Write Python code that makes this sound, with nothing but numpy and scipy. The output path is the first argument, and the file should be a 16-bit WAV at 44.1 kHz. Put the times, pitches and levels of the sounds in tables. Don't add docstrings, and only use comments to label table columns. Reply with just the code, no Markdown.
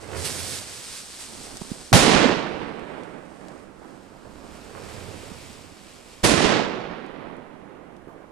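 import sys
import numpy as np
from scipy import signal
from scipy.fft import rfft, irfft, next_fast_len
from scipy.io import wavfile
from scipy.ndimage import uniform_filter1d

SR = 44100
rng = np.random.default_rng(int(sys.argv[2]) if len(sys.argv) > 2 else 0)


def to_wav(s):
    ch = np.atleast_2d(s).T
    pcm = np.round(np.clip(ch, -1, 1) * 32767)
    wavfile.write(sys.argv[1], SR, pcm.astype(np.int16))


N = 366559
TIME = np.arange(N) / SR


def undb(db):
    return np.exp(np.asarray(db) * np.log(10) / 20)


def curve(rows):
    t, values = np.array(rows).T
    return np.interp(TIME, t, values)


def during(rows, fade):
    inside = np.minimum(TIME - rows[0][0], rows[-1][0] - TIME)
    return np.clip(1 + inside / fade, 0, 1)


def pan(db):
    half_db = np.atleast_1d(db) / 2
    gains = np.array([undb(half_db), undb(-half_db)])
    return gains / gains.mean(axis=0)


def walk(rate):
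    hold = max(int(SR / rate), 1)
    steps = np.repeat(rng.standard_normal(N // hold + 1), hold)
    slewed = uniform_filter1d(steps, hold)
    return uniform_filter1d(slewed, hold)[:N]


def grains(count, spread_db, likeness):
    total = count * N // SR
    sizes = rng.standard_normal((3, total)) * undb(spread_db * rng.standard_normal((3, total)))
    pulses = np.array([np.bincount(rng.integers(0, N, total), row, N) for row in sizes])
    common, separate = pulses[2], pulses[:2]
    return np.sqrt(likeness) * common + np.sqrt(1 - likeness) * separate


def colour(x, points):
    size = next_fast_len(N, True)
    hz, db = np.transpose(points)
    log_hz = np.log(np.arange(size // 2 + 1) * SR / size + 1)
    gain = undb(np.interp(log_hz, np.log(hz), db))
    y = irfft(rfft(x, size) * gain, size)[:, :N]
    return y / y.mean(axis=0).std()


def add(out, s, sound):
    start = int(s * SR)
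    out[:, start:start + sound.shape[-1]] += sound[..., :N - start]


def burn(s, rise, hold, fall, db):
    before = np.maximum(s - TIME, 0)
    after = np.maximum(TIME - s - hold, 0)
    return undb(db - 20 * (before / rise + after / fall))


def puff(age, build_up):
    u = np.maximum(age, 0) / build_up
    return u * np.exp(1 - u)


def together(envelopes):
    return np.sqrt(sum(e ** 2 for e in envelopes))


def pressure_wave(hz, cycles):
    turns = hz * TIME[:SR // 8]
    wave = np.sin(2 * np.pi * turns) * turns * np.exp(-turns / cycles)
    return wave / np.abs(wave).max()


# f/Hz, relative level per Hz/dB
HISS_SPECTRUM = [(100, -3), (2000, 8.5), (5000, -6.5), (7500, -7.5), (10000, -8.5), (11500, -13.5),
                 (14000, -21.5)]


def microphone_hiss():
    return colour(rng.standard_normal((2, N)), HISS_SPECTRUM) * undb(-64)


# f/Hz, relative level per Hz/dB
RUMBLE_SPECTRUM = [(25, -4), (60, -2.5), (120, -6), (240, -0.5), (480, -5.5), (900, -10), (1600, -16.5),
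                   (3000, -40), (6000, -45), (14000, -57)]
# full at t/s, rise for 20 dB/s, hold/s, fall for 20 dB/s, level/dB
RUMBLE_SWELLS = [(1.4, 0.67, .42, .25, -48), (4.38, 0.93, 0.68, 1.9, -47)]


def low_rumble():
    steady = undb(-53)
    swells = together([steady] + [burn(*swell) for swell in RUMBLE_SWELLS])
    rumble = colour(grains(count=3000, spread_db=3.0, likeness=0.44), RUMBLE_SPECTRUM)
    return rumble * swells * undb(walk(12)) * pan(-11.5)


# f/Hz, relative level per Hz/dB
PLUME_SPECTRUM = [(100, -17), (250, -13), (430, -2.5), (700, -9.5), (1200, -15.5), (2200, -18.5),
                  (3500, -28), (8000, -46.5)]
# fully alight at t/s, rise for 20 dB/s, hold/s, fall for 20 dB/s, level/dB
PLUME_BURNS = [(0.132, 0.28, 0.12, 0.76, -37.5), (4.85, 0.64, 0.24, 1, -46)]
# f/Hz, relative level per Hz/dB
FLAME_SPECTRUM = [(25, -29.5), (55, -16), (85, 2.5), (110, -3), (160, -7.5), (300, -13.5), (800, -32),
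                  (4000, -65.5)]
# fully alight at t/s, rise for 20 dB/s, hold/s, fall for 20 dB/s, level/dB
FLAME_BURNS = [(0.128, .2, 0.25, 0.59, -41), (4.847, 0.25, 0.29, 0.71, -44.5)]
# f/Hz, relative level per Hz/dB
JET_SPECTRA = [
    [(400, -17.5), (900, -9), (1500, -5.5), (3000, -4), (4800, -1), (6900, -4), (8600, 0), (9700, -7),
     (11400, -15.5), (13400, -21), (14000, -27.5)],
    [(400, -8.5), (1100, -8), (1650, -11), (2400, -5), (3600, -8.5), (5100, -8), (6200, -12), (8000, -9),
     (10000, -16.5), (11500, -22.5), (13200, -23.5), (14000, -32)],
]
# full force at t/s, rise for 20 dB/s, hold/s, fall for 20 dB/s, level/dB
JET_BURNS = [(0.27, 0.22, 0.29, 0.2, -35), (4.93, 1.17, 0.47, 0.77, -47)]
# t/s, level/dB, fading/(dB per s)
AFTERBURNS = [(.73, -40, 5.5), (5.9, -51.5, 0.5)]
# t/s, build-up/s, level/dB
START_AND_SPURTS = [(0, 0.02, -50.5), (.155, .03, -40), (.242, 0.012, -33.5), (.385, 0.012, -35.5),
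                    (.945, .025, -44), (1.18, 0.03, -40.5), (1.6, .016, -46)]
# f/Hz, relative level per Hz/dB
SEAR_SPECTRUM = [(4000, -29), (8000, -7.5), (10000, 4), (11500, -7), (13400, -5), (14000, -14)]
AFTERBURN_RISE_S = 0.41
SEAR_DB, FIERCE_DB = -12.5, -36.5


def flares():
    rush = colour(grains(count=6000, spread_db=4.0, likeness=0.59), PLUME_SPECTRUM)
    rush = rush * undb(1.1 * walk(30)) * pan(-11.0)
    roar = colour(grains(count=6000, spread_db=3.0, likeness=0.76), FLAME_SPECTRUM)
    roar = roar * undb(1.6 * walk(22)) * pan(-20.0)
    sear = colour(grains(count=30000, spread_db=2.5, likeness=0.4), SEAR_SPECTRUM)
    sear = sear * undb(SEAR_DB) * pan(-13.0)
    puffs = together(undb(db) * puff(TIME - s, build_up) for s, build_up, db in START_AND_SPURTS)
    out, previous_burst = np.zeros((2, N)), 0
    burns = zip(PLUME_BURNS, FLAME_BURNS, JET_BURNS, AFTERBURNS, JET_SPECTRA, BANGS)
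    for plume, flame, jet, (s, db, fading), spectrum, bang in burns:
        afterburn = burn(s, AFTERBURN_RISE_S, 0, 20 / fading, db)
        force = together([burn(*jet), afterburn, puffs])
        lean_db = np.interp(force, undb([-42, -34]), [-1.2, -5])
        sizzle = colour(grains(count=30000, spread_db=3.5, likeness=0.55), spectrum) * pan(lean_db)
        sizzle = sizzle + sear * force / undb(FIERCE_DB)
        flutter = undb(0.5 * walk(40) + 1.4 * walk(12))
        sizzle = sizzle * force * flutter
        burst = bang[0]
        alight = (TIME >= previous_burst) & (TIME < burst)
        out += (sizzle + rush * burn(*plume) + roar * burn(*flame)) * alight
        previous_burst = burst
    return out


# t/s, peak level/dB, pitch f/Hz, rolling tail level/dB
FAR_THUDS = [(1.469, -32.5, 520, -54), (1.6128, -28.5, 330, -76), (1.617, -28, 800, -67),
             (1.6171, -25, 208, -73), (1.716, -20, 205, -62), (1.920, -15, 262, -39),
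             (3.818, -34, 646, -45.5), (4.12, -37, 403, -53), (4.751, -29, 1100, -40.5),
             (5.316, -31.5, 191, -65), (7.972, -40.5, 258, -61), (8.0727, -31.5, 342, -48.5),
             (8.086, -32, 322, -55), (8.162, -34, 380, -71), (8.203, -37.5, 550, -56)]
# f/Hz, relative level per Hz/dB
FAR_ROLL_SPECTRUM = [(40, -12), (250, -3), (650, 5), (1150, 0), (1900, -10.5), (2700, -27), (6000, -34.5)]


def far_thuds():
    out, tails = np.zeros((2, N)), np.zeros((1, N))
    age = TIME[:SR]
    tail = (1 - np.exp(-age / 0.003)) ** 2 * np.exp(-age / 0.06)
    for s, db, hz, tail_db in FAR_THUDS:
        add(out, s, -pan(-16.5) * pressure_wave(hz, cycles=0.37) * undb(db))
        add(tails, s, tail * undb(tail_db))
    roll = colour(grains(count=4000, spread_db=1.0, likeness=0.47), FAR_ROLL_SPECTRUM)
    return out + roll * tails * pan(-11.5)


# t/s, level/dB
FUSE_LEVEL = [(2.3, -64), (2.8, -66), (3.05, -63), (3.2, -65.5), (3.35, -62), (3.6, -61.5), (3.72, -71),
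              (3.9, -63.5)]
# t/s, level/dB
SPARKS = [(1.57, -31.5), (2.7931, -55), (3.0345, -54), (3.484, -54), (7.063, -55), (7.367, -58.5),
          (7.9657, -56)]


def fuse():
    fizz = colour(grains(count=14000, spread_db=4.5, likeness=0.31), JET_SPECTRA[0])
    envelope = np.array([undb(curve(FUSE_LEVEL)) * during(FUSE_LEVEL, fade=0.21)])
    for s, db in SPARKS:
        add(envelope, s, undb(db) * np.exp(-TIME[:SR // 20] / 0.0031))
    return fizz * envelope * pan(-2.1)


# delay t/s, build-up/s, level/dB
REFLECTORS = [(.15, 0.085, -2), (.305, 0.017, -14.5), (.67, 0.021, -14.5), (.93, 0.093, -19),
              (1.45, .11, -23.5), (1.887, 0.073, -24.5)]
NEAR_HOLD_S, NEAR_FALL_DB_PER_S = 0.33, 76
ROLL_DB, ROLL_FALL_DB_PER_S = -3.5, 14.5


def street(age):
    near = undb(-NEAR_FALL_DB_PER_S * np.maximum(age - NEAR_HOLD_S, 0))
    roll = undb(ROLL_DB - ROLL_FALL_DB_PER_S * age)
    swells = [undb(db) * puff(age - delay, build_up) for delay, build_up, db in REFLECTORS]
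    return together([near, roll] + swells)


def air(x, loss_db, slope, growth):
    hz, age, frames = signal.stft(x, SR, nperseg=256)
    loss = loss_db * (hz[:, None] / 1000) ** slope * age ** growth
    return signal.istft(frames * undb(-loss), SR)[1][:, :x.shape[-1]]


# t/s, crack level/dB, rise/s, crack decay by 60 dB/s, pressure wave level/dB,
# pressure wave f/Hz, deep boom level/dB, echo level/dB, treble of the echoes relative level/dB
BANGS = [(1.928, -10.5, 0.00082, 0.39, -10, 100.5, -22.5, -18.5, 3.5),
         (6.2279, -11.5, 0.017, 0.23, -16.5, 150, -25, -20, 2.5)]
# f/Hz, relative level per Hz/dB
CRACK_SPECTRUM = [(25, -14.5), (60, -7.5), (130, 6), (350, -3.5), (800, -1.5), (1500, -9), (2800, -11),
                  (5500, -14), (8500, -22.5), (11500, -25.5), (14000, -32)]
# f/Hz, relative level per Hz/dB
ECHO_SPECTRUM = [(25, -18), (45, -15.5), (90, -15.5), (135, -6), (180, -1), (330, 0), (480, -2),
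                 (700, -5.5), (1400, -9.5), (2800, -11.5), (5500, -13), (8500, -12), (10500, -13),
                 (12000, -28)]
# delay t/s, relative level/dB
BOOMS = [(.005, -1.5), (.06, -5), (.09, -2), (0.223, -3), (.61, -19), (.67, -20), (.895, -21.5)]
BOOM_HZ = 50
# t/s, peak level/dB, pitch f/Hz
LOW_BOOM_AND_SLAPS = [(1.933, -16, 68.6), (1.951, -6.5, 165), (1.973, -12, 187), (2.078, -10.5, 265),
                      (2.142, -14.5, 256), (2.243, -9, 484), (2.255, -8, 255), (2.295, -11.5, 320),
                      (2.46, -22, 770), (2.625, -36, 335), (6.294, -25, 186), (6.339, -15, 183),
                      (6.371, -23.5, 100), (6.405, -10, 690), (6.447, -13, 420), (6.521, -13, 610),
                      (6.598, -14.5, 700), (6.903, -32, 250)]


def bangs():
    out = np.zeros((2, N))
    crack = colour(grains(count=16000, spread_db=4.5, likeness=0.42), CRACK_SPECTRUM) * pan(-2)
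    roll = colour(grains(count=12000, spread_db=2.0, likeness=0.34), ECHO_SPECTRUM)
    roll = roll * undb(0.57 * walk(45))
    highpass = signal.butter(1, 2000, "high", fs=SR, output="sos")
    treble = signal.sosfilt(highpass, roll)
    body = (roll - treble) * undb(1.2 * walk(30))
    for s, crack_db, rise, t60, wave_db, wave_hz, boom_db, echo_db, treble_db in BANGS:
        start = int(s * SR)
        age = TIME[:N - start]
        attack = np.minimum(age / rise, 1) ** 2
        add(out, s, crack[:, start:] * attack * undb(crack_db - 60 * age / t60))
        add(out, s + rise / 2, pan(-13.5) * pressure_wave(wave_hz, cycles=0.44) * undb(wave_db))
        for delay, db in BOOMS:
            add(out, s + delay, pan(-14.0) * pressure_wave(BOOM_HZ, cycles=0.31) * undb(boom_db + db))
        lean_db = np.interp(age, [0, 0.5, 0.9], [-10.5, -10.5, -15])
        returning = body[:, start:] * pan(lean_db) + treble[:, start:] * undb(treble_db) * pan(-8.5)
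        build_up = attack * (1 - np.exp(-age / 0.006))
        returning = returning * undb(echo_db) * street(age) * build_up
        add(out, s, air(returning, loss_db=2.5, slope=1.5, growth=0.8))
    for s, db, hz in LOW_BOOM_AND_SLAPS:
        add(out, s, pan(-14.0) * pressure_wave(hz, cycles=0.7) * undb(db))
    return out


def scene():
    return microphone_hiss() + low_rumble() + flares() + far_thuds() + fuse() + bangs()


# f/Hz, phase lag/rad
PORT_LAG = [(0, 0), (500, .45), (2000, 0.67), (4000, 0.33), (6500, 0.75), (9200, 0)]
TOP_HZ = 14200


def record(dry):
    size = next_fast_len(N + SR // 10, True)
    hz = np.arange(size // 2 + 1) * SR / size
    lag = np.interp(hz, *np.transpose(PORT_LAG))
    right = irfft(rfft(dry[1], size) * np.exp(-1j * lag), size)[:N]
    ports = np.array([dry[0], right])
    rounded = ports / (1 + ports ** 8) ** (1 / 8)
    lowpass = signal.ellip(10, 0.2, 70, TOP_HZ, fs=SR, output="sos")
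    return signal.sosfilt(lowpass, rounded)


dry = scene()
out = record(dry)
to_wav(out)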